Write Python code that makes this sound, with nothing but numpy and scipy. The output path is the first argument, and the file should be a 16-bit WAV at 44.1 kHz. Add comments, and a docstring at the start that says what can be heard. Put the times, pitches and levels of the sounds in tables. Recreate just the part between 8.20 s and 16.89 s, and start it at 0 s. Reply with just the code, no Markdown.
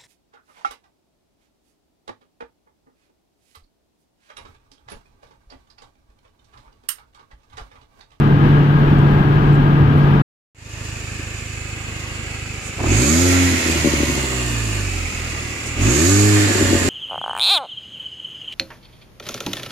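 """A firing note booms over road rumble inside a small supercharged car at speed. The scene cuts to the
parked car, heard from behind: the four-cylinder idles, is blipped twice and burbles as the revs fall.
Gas pulses from the firings ring the silencer; unburnt fuel pops in the pipe. Valve clatter, blower
whine and intake hiss follow crankshaft and throttle, and air rushes through the bypass after each lift.
A fuel pump sings faintly; loose plastic ticks now and then."""
import sys
import numpy as np
from scipy import signal
from scipy.fft import rfft, irfft
from scipy.io import wavfile
from scipy.ndimage import uniform_filter1d

SR = 44100
rng = np.random.default_rng(int(sys.argv[2]) if len(sys.argv) > 2 else 0)


def generate_wav(signal):
    """Clip the signal to [-1, 1] and save it as 16-bit WAV at the path in sys.argv[1]."""
    frames = np.transpose(np.atleast_2d(signal))
    scaled = np.clip(frames, -1, 1) * 32767
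    pcm = np.round(scaled).astype(np.int16)
    wavfile.write(sys.argv[1], SR, pcm)


N = 383229
T = np.arange(N) / SR
BINS_HZ = np.arange(N // 2 + 1) * SR / N


def cabin():
    """The firing note sits on a cabin resonance and wavers over the road noise."""
    # Cruising speed. Each row: time in seconds, firing rate in Hz.
    cruise = [(0.0, 143.2), (0.09, 144.9), (0.66, 144.9), (0.76, 143.9), (2.0, 143.1)]
    # Tones that follow the firing rate: the boom's partials (1, 2, 3), an accessory's whine at 2.283 times the
    # rate, and whine lines at 8.6, 11.5 and 12.4 times the rate. # Each row: multiple of the firing rate,
    # relative level in dB.
    orders = [(1, -3.5), (2, -20), (2.283, -21), (3, -24.5), (8.6, -24.5), (11.5, -30.5), (12.4, -44)]
    # Rough road thudding through the floor. Each row: centre in seconds, level in dB, sigma in seconds.
    bumps = [(1.68, -16, 0.066)]
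    cycles = np.cumsum(curve(cruise)) / SR
    boom = sum(undb(db + .5 * walk(10)) * np.sin(2 * np.pi * k * cycles + .07 * k * walk(23))
               for k, db in orders)
    rumble = road()
    thuds = swells(bumps) * unit(band(rng.standard_normal(N), 73, 120))
    inside = pan(unit(boom) * undb(-13.2) + thuds, left_db=1.2) + rumble
    return pan(inside, left_db=0, left_lag_s=16 / SR)


def exhaust(hz, cycles, load, overrun):
    """A gas pulse per firing rings the silencer; on the overrun the pulses vary more in size and timing."""
    # Boom with the throttle shut, strong where the firing rate or its double meets the silencer's note.
    # Each row: firing rate in Hz, level in dB, puff centre in Hz.
    boom_by_speed = [(26, -31.5, 84.4), (38.5, -30.5, 80), (42.4, -25, 64), (48, -23.5, 75), (57, -23, 85),
                     (69, -29.5, 92), (87.6, -26.5, 90), (104, -22.5, 98)]
    # Gaps left by missed firings. 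Each row: centre in seconds, depth in dB, sigma in seconds.
    misfires = [(4.427, 9, 0.018), (4.54, 11, 0.018), (5.422, 12, 0.028), (6.922, 12, 0.017),
                (7.39, 10, 0.033), (8.342, 6, 0.039), (8.602, 5, 0.015)]
    gaps_db = sum(depth_db * bell(s, sigma_s) for s, depth_db, sigma_s in misfires)
    rates_hz, levels_db, centres_hz = np.transpose(boom_by_speed)
    puff_hz = np.interp(hz, rates_hz, centres_hz) + 9.9 * load
    boom_db = np.interp(hz, rates_hz, levels_db) + 7.5 * load + 4.5 * overrun - gaps_db
    rasp_db = level_db(hz, load, idle_db=-49.5, octave_db=15.5, effort_db=23.5, loss_db=10.5)
    rasp_db -= .39 * gaps_db
    pulling = load * np.clip((80 - hz) / 40, 0, 1)  # load at low revs
    uneven = .06 + .43 * overrun + .38 * pulling

    firing = np.arange(1, int(cycles[-1]))
    timing_draw, puff_draw, edge_draw = rng.standard_normal((len(firing), 3)).T
    ragged = np.interp(firing, cycles, overrun)
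    times_s = np.interp(firing + (.006 + .04 * ragged) * timing_draw, cycles, T)
    cylinder_gain = undb([.7, -.5, .4, -.7])[firing % 4]
    puff_scatter_db = 1.2 * hz[0] / np.interp(firing, cycles, hz) + 1.2 * ragged
    puff_sizes = cylinder_gain * undb(puff_scatter_db * puff_draw)
    boom = tailpipe_boom(times_s, puff_sizes, np.interp(times_s, T, puff_hz))

    edge_scatter_db = 9.9 * np.interp(firing, cycles, uneven)
    edges = clicks(times_s, cylinder_gain * undb(edge_scatter_db * edge_draw))
    rasp = silencer_rasp(edges, cycles, uneven)
    pipe = pan(boom * undb(boom_db), left_db=-3) + pan(rasp * undb(rasp_db), left_db=2.5)
    return pan(pipe, left_db=-.5, left_lag_s=.00036)


def tailpipe_boom(times_s, sizes, centres_hz):
    """One pressure swing per firing returns along the pipe as suction, then as a weak second push."""
    # Pipe reflections. Each row: delay in seconds, signed gain.
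    echoes = [(.0048, -0.56), (.019, .28)]
    puffs, reach = np.zeros(N), SR // 40
    for s, size, hz in zip(times_s, sizes, centres_hz):
        near = slice(max(int(s * SR) - reach, 0), int(s * SR) + reach)
        square = (np.pi * hz * (T[near] - s)) ** 2
        puffs[near] += size * (1 - 2 * square) * np.exp(-square)  # Ricker pulse
    return steady(puffs + sum(gain * np.interp(T - delay_s, T, puffs) for delay_s, gain in echoes))


def silencer_rasp(edges, cycles, uneven):
    """Sharp pulse edges and turbulent gas ring the silencer's modes, each swaying in level."""
    # Silencer modes. Each row: centre in Hz, width in Hz, gain in dB.
    modes = [(239.4, 67, 4.5), (328.7, 47, 6.5), (354.7, 31, 8), (403.5, 47, -2.5), (563.5, 11, 7)]
    turbulence = (.04 + 1.3 * uneven) * np.exp(-(cycles % 1) / .75) * rng.standard_normal(N)
    swaying = [(hz, width_hz, db + 2.5 * walk(7)) for hz, width_hz, db in modes]
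    return steady(band(ring(unit(edges) + turbulence, swaying), 198, 450, order=3))


def burble():
    """Unburnt fuel pops: a soft burst over a dull shove of gas, ringing the tailpipe."""
    # Pops. Each row: time in seconds, relative peak in dB.
    pops = [(2.993, -33), (5.46, -28), (5.496, -20.5), (5.644, -14.5), (5.656, -14.5), (5.67, -16),
            (5.683, -22), (5.735, -15.5), (5.802, -19.5), (5.83, -16.5), (5.897, -18.5), (5.975, -23),
            (8.352, -18), (8.41, -15), (8.423, -12.5), (8.453, -17), (8.529, -12), (8.55, -14),
            (8.623, -23), (8.659, -20.5), (8.681, -18.5)]
    times_s, peaks_db = np.transpose(pops)
    shoves = clicks(times_s, undb(peaks_db))
    bursts = band(shoves, 233, 360) + undb(-9) * band(shoves, 28, 122)
    bursts += ring(bursts, [(565.4, 9.5, 16.8)])
    muffled = band(bursts, 22, 620, order=4)  # silencer passband
    return pan(muffled / np.abs(muffled).max() * undb(peaks_db.max() + 7), left_db=5)


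def engine_bay(hz, cycles, throttle, load):
    """Clatter, whine and hiss brighten with speed; the intake whistles while the throttle is open."""
    # Bay spectrum at low and at high revs. Each row: frequency in Hz, left gain in dB, right gain in dB.
    bay_slow = [(192, 26, 20), (433, -2, -2.5), (636, -7.5, -9.5), (1080, -9.5, -9), (1740, -10, -5.5),
                (2120, -9, -1), (2830, -2.5, -7), (3000, -7.5, -10), (4480, -12, -13), (5700, -13, -17),
                (7020, -23, -2.5), (8200, -23.5, -13), (10100, -33, -20.5), (13300, -23, -19.5)]
    bay_fast = [(480, -5, -3), (805, -7, -12.5), (1230, -10.5, -8), (2120, -14.5, -1.5), (2640, -9, -10),
                (3460, -7.5, -8), (4500, -3.5, -5), (5360, -4.5, -8.5), (6350, -8, -0.5),
                (7170, -11.5, 6.5), (8000, -15, -2.5), (10140, -21.5, -11), (14000, -13.5, -7.5)]
    # Level drift of clatter and whine. Each row: time in seconds, offset in dB.
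    drift = [(2.65, -1.5), (3.0, -0.5), (3.3, -1.7), (3.75, 0), (4.1, 0.5), (4.7, 0.3), (6.3, -0.5),
             (7.0, 0.5), (7.35, 0)]
    # Intake whistle. Each row: centre in Hz, width in Hz, relative gain in dB.
    whistle_modes = [(6590, 35, 6), (6358, 35, -1)]
    gear_db = level_db(hz, throttle, idle_db=-36.5, octave_db=5, effort_db=10, loss_db=5.5) + curve(drift)
    air_db = level_db(hz, throttle, idle_db=-42, octave_db=7.5, effort_db=8, loss_db=1.64)
    gear = reflect(machinery(cycles, repeat=.27), t60_s=.095, wet=.59)
    gear = spread(gear, alike_hz=507)
    air = reflect(machinery(cycles, repeat=.22), t60_s=.029, wet=.45)
    gear = covers(gear)
    fast = np.clip((hz - 48) / 35, 0, 1)
    gear, air = ((1 - fast) * colour(x, bay_slow) + fast * colour(x, bay_fast) for x in (gear, air))
    beat = np.cos(2 * np.pi * cycles)
    clatter = steady(band(gear, 413, 3280, order=3)) * undb(.5 * beat + .44 * walk(30) + 1.3)
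    hiss = steady(band(air, 4160, 11900, order=3)) * undb(.62 * beat + .5 * walk(30) + .86)
    whine = blower(hz, cycles, load) * undb(-1 + 3 * throttle + 6 * np.log2(hz / 60))
    whistle = unit(ring(noise_pair(), whistle_modes)) * throttle * undb(-2.5)
    return (clatter + whine) * undb(gear_db) + (hiss + pan(whistle, left_db=-10)) * undb(air_db)


def machinery(cycles, repeat):
    """Valve gear and belts: a share of the noise power repeats every four firings, the rest is new."""
    size = 4096
    place = cycles / 4 % 1 * size
    looped = np.array([np.interp(place, np.arange(size), row) for row in rng.standard_normal((2, size))])
    return np.sqrt(repeat) * unit(looped) + np.sqrt(1 - repeat) * noise_pair()


def covers(x):
    """Covers and brackets ring along, each in fits and starts."""
    # Their modes. Each row: centre in Hz, width in Hz, mean gain in dB.
    modes = [(1210, 56, -7.5), (2440, 50, -6), (2555, 42, 3.5), (2775, 50, -6)]
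    return x + sum(ring(x, [mode]) * undb(3.5 * walk(5)) for mode in modes)


def reflect(x, t60_s, wet):
    """Early echoes from ground and bodywork comb the spectrum; the comb shifts slowly."""
    t = T[:SR // 20]
    echoes = rng.standard_normal((3, 2, len(t))) * np.exp(-np.log(1000) * t / t60_s)
    echoes = band(echoes, 970, .45 * SR)  # small panels return only short waves
    echoes /= np.linalg.norm(echoes, axis=2, keepdims=True)
    sway = np.array([walk(3) for _ in echoes])
    sway /= np.linalg.norm(sway, axis=0)
    returns = (share * signal.oaconvolve(x, echo, axes=1)[:, :N] for share, echo in zip(sway, echoes))
    return x + wet * sum(returns)


def blower(hz, cycles, load):
    """Rotor lobes and belt sing on multiples of crank speed; belt flutter blurs them under boost."""
    # Whine lines. Each row: multiple of the firing rate, relative dB coasting, relative dB under boost.
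    lines = [(7.55, -16, -13), (15.1, -26, -10.5), (17, -17, -16), (22.1, -26, -13), (28.7, -24, -15),
             (30.1, -13, -20), (30.8, -10, -20), (35.2, -17, -17), (60.3, -5, -22), (62.7, -8, -22)]
    # Radiation from the casing. Each row: frequency in Hz, gain in dB.
    casing = [(500, 0), (680, 0), (790, -7), (950, -2), (1350, -1), (1550, -7), (1750, -2), (2100, -2),
              (2480, 2), (2650, -3), (3000, -14)]
    flutter_cycles = (.003 + .01 * load) * np.array([walk(70), walk(70)])
    whine = np.zeros((2, N))
    for k, coast_db, boost_db in lines:
        casing_db = np.interp(k * hz, *np.transpose(casing))
        line_db = coast_db + (boost_db - coast_db) * load + casing_db + 3.5 * walk(25)
        whine += undb(line_db) * np.sin(2 * np.pi * k * (cycles + flutter_cycles))
    return whine


def intake_bark(cycles):
    """Each cylinder gulps air as the throttle snaps open."""
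    # Barks. Each row: centre in seconds, level in dB, sigma in seconds.
    barks = [(4.603, -28, 0.012), (4.642, -23, .007), (4.668, -26, 0.011), (7.66, -34.5, 0.06)]
    air = band(spread(noise_pair(), alike_hz=900), 290, 1150)
    gulps = air * undb(2.5 * np.cos(2 * np.pi * cycles))
    return unit(gulps) * swells(barks)


def bypass():
    """Air rushes round the blower, fast to start and slow to die, and rings the duct."""
    # Valve openings. Each row: start in seconds, level in dB, duct centre in Hz.
    openings = [(5.05, -25.5, 2240), (8.1, -27.5, 1800)]
    width_hz = 510
    air = spread(noise_pair(), alike_hz=900)
    return sum(undb(db) * envelope(s, attack_s=.07, length_s=.09, release_s=1)
               * unit(band(ring(air, [(hz, width_hz, 0)]), 970, 3600)) for s, db, hz in openings)


def road():
    """Tyres and wind come through the body; gear whine rings in the dashboard."""
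    # Spectrum in the cabin. Each row: frequency in Hz, left gain in dB, right gain in dB.
    spectrum = [(25, -1, -3), (52, -0.5, -2.5), (76, -7, -6), (109.4, 1, 1), (184.4, 0, -1.5),
                (225, -1.5, -1), (358, -7.5, -7.5), (586, -18.5, -18), (855, -13.5, -14.5),
                (1630, -17.5, -33), (1990, -24, -28.5), (3120, -27, -35.5), (5800, -50.5, -50),
                (10200, -71, -60), (13500, -63.5, -49)]
    # Dashboard modes. Each row: centre in Hz, width in Hz, gain in dB.
    dash_modes = [(1246, 32, -4.5), (1622, 49, 2), (1930, 13, -8.5)]
    rumble = colour(spread(noise_pair(), alike_hz=850), spectrum) * undb(walk(13.54))
    rumble = band(rumble + sum(ring(rumble, [mode]) for mode in dash_modes), 22, 16000)
    midrange_rms = np.std(band(rumble.mean(axis=0), 200, 4000, order=3))
    return rumble * undb(-19.5) / midrange_rms


def plastic():
    """Loose and handled plastic ticks and scuffs, each scrape at its own pitch."""
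    # Scrapes. Each row: centre in seconds, level in dB, sigma in seconds, pitch in Hz.
    scuffs = [(.79, -48, .003, 7000), (1.333, -54, .003, 7300), (1.346, -50.5, .003, 7300),
              (1.356, -53, .004, 7500), (1.78, -54, .02, 12500), (1.82, -51, .035, 4300),
              (4.47, -36.5, 0.026, 7100), (7.477, -33, .015, 7000)]
    scrapes = np.zeros((2, N))
    for s, db, sigma_s, hz in scuffs:
        friction = band(noise_pair(), .42 * hz, 1.6 * hz)
        scrapes += undb(db) * bell(s, sigma_s) * unit(ring(friction, [(hz, .25 * hz, 0)]))
    return pan(scrapes, left_db=-5)


def fuel_pump():
    """The electric pump's rotor gives a thin, steady whine."""
    # Harmonics. Each row: multiple of the rotor rate, rms level in dB.
    orders = [(7, -61.5), (10, -69), (11, -55.5), (12, -68)]
    rotor_hz = 657.7 * (1 + .000394 * walk(2.3))
    turns = np.cumsum(rotor_hz) / SR
    whine = sum(undb(db + 2.3 * walk(21)) * np.sin(2 * np.pi * k * turns) for k, db in orders)
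    return pan(np.sqrt(2) * whine, left_db=-4)


def level_db(hz, effort, idle_db, octave_db, effort_db, loss_db):
    """Level of an engine part: each octave above idle adds octave_db and takes loss_db off effort_db."""
    octaves = np.log2(hz / hz[0])
    return idle_db + octave_db * octaves + effort * (effort_db - loss_db * octaves)


def undb(db):
    """Decibels to gain."""
    return 10 ** (np.asarray(db) / 20)


def curve(table):
    """Rows of (seconds, value), interpolated per sample."""
    return np.interp(T, *np.transpose(table))


def envelope(start_s, attack_s, length_s, release_s):
    """Rise to 1, hold until length_s after the start, fall to 0."""
    return np.clip((T - start_s) / attack_s, 0, 1) * np.clip(1 - (T - start_s - length_s) / release_s, 0, 1)


def bell(centre_s, sigma_s):
    """Gaussian window, peak 1."""
    return np.exp(-.5 * ((T - centre_s) / sigma_s) ** 2)


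def swells(table):
    """Gain of short bursts that swell and fade."""
    return sum(undb(db) * bell(s, sigma_s) for s, db, sigma_s in table)


def clicks(times_s, sizes):
    """One impulse at each time."""
    return np.bincount(np.clip(times_s * SR, 0, N).astype(int), sizes, N + 1)[:N]


def noise_pair():
    """Two unrelated white noises."""
    return rng.standard_normal((2, N))


def walk(rate_hz):
    """Smooth random wander, spread near 1."""
    size = int(SR / rate_hz)
    return uniform_filter1d(np.repeat(rng.standard_normal(N // size + 1), size), size)[:N]


def unit(x):
    """Scale to rms 1."""
    return x / np.sqrt(np.mean(x ** 2))


def steady(x):
    """Hold the running rms of the centre signal at 1."""
    size = SR // 13
    power = np.atleast_2d(x).mean(axis=0) ** 2
    smoothed = uniform_filter1d(uniform_filter1d(power, size), size)
    return x / np.sqrt(np.abs(smoothed) + 1e-18)


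def band(x, lo_hz, hi_hz, order=2):
    """Butterworth band-pass."""
    return signal.sosfilt(signal.butter(order, [lo_hz, hi_hz], "band", fs=SR, output="sos"), x + 1e-18)


def ring(x, modes):
    """Resonances (centre Hz, width Hz, dB); neighbours swing in opposite senses."""
    return sum((-1) ** k * undb(db) * signal.lfilter(*signal.iirpeak(hz, hz / width_hz, fs=SR), x)
               for k, (hz, width_hz, db) in enumerate(modes))


def colour(x, table):
    """Give each channel its spectrum."""
    hz, *sides_db = np.transpose(table)
    gain = undb([np.interp(np.log(BINS_HZ + 1), np.log(hz), db) for db in sides_db])
    return irfft(rfft(x) * gain, N)


def spread(pair, alike_hz):
    """Two unrelated signals as a diffuse field: alike in the bass, unrelated above."""
    likeness = 1 / (1 + (BINS_HZ / alike_hz) ** 3)
    mid, side = rfft(pair) * np.sqrt([1 + likeness, 1 - likeness])
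    return irfft(np.array([mid + side, mid - side]), N)


def pan(x, left_db, left_lag_s=0):
    """Place a source by the level and lag of left against right."""
    left, right = np.broadcast_to(x, (2, N))
    return np.array([np.interp(T - left_lag_s, T, left), right]) * undb([[left_db / 2], [-left_db / 2]])


def parked():
    """One crankshaft drives exhaust and engine bay; the body rumbles faintly."""
    # Engine speed at idle and through the two blips. Each row: time in seconds, firing rate in Hz.
    idle = [(3.35, 26.22), (3.5, 25.85), (4.55, 25.9)]
    revs = [(4.6, 30.8), (4.66, 39.6), (4.75, 51.2), (4.91, 80), (5.01, 88.7), (5.11, 90.4), (5.25, 89),
            (5.39, 86.4), (5.73, 72.8), (5.91, 72), (6, 67.9), (6.35, 57.5), (6.84, 41.9), (7.31, 37.8),
            (7.55, 38.8), (7.6, 42.7), (7.766, 73.5), (7.888, 96), (7.978, 102.1), (8.07, 103.7),
            (8.2, 103), (8.4, 98.5), (8.476, 94.1), (8.69, 89)]
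    # Pedal stabs. Each row: start, lag of the intake flow, time until the foot lifts, all in seconds.
    blips = [(4.56, 0.069, .31), (7.549, 0.017, 0.23)]
    charge_hold_s, overrun_delay_s = .38, .421  # after the lift: hard firing lasts, ragged firing starts
    hz = curve([*idle, *revs])
    cycles = np.cumsum(hz) / SR - .55  # one per firing
    throttle = sum(envelope(s + lag, .1, held - lag, .45) for s, lag, held in blips)
    load = sum(envelope(s, .073, held + charge_hold_s, .13) for s, _, held in blips)
    overrun = sum(envelope(s + held + overrun_delay_s, .071, .706, .071) for s, _, held in blips)
    rumble = unit(band(spread(noise_pair(), alike_hz=600), 47, 130)) * undb(-44) * np.sqrt(hz / hz[0])
    engine = exhaust(hz, cycles, load, overrun) + burble() + engine_bay(hz, cycles, throttle, load)
    return engine + intake_bark(cycles) + bypass() + fuel_pump() + rumble


def scene():
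    """The drive stops dead; after a short silence the parked car fades in."""
    cruise_end_s, cut_s, parked_start_s, fade_s = 2.021, .004, 2.348, .29
    driving = np.clip((cruise_end_s - T) / cut_s, 0, 1)
    fade_in = np.interp(T, [parked_start_s, parked_start_s + fade_s], [.05, 1], left=0)
    return cabin() * driving + parked() * fade_in + plastic()


def record(dry):
    """Round the loudest peaks and cut the top of the treble."""
    top_hz = 14300
    rounded = dry / (1 + np.abs(dry) ** 6) ** (1 / 6)
    return signal.sosfilt(signal.ellip(8, .2, 80, top_hz, fs=SR, output="sos"), rounded)


dry = scene()
out = record(dry)
generate_wav(out)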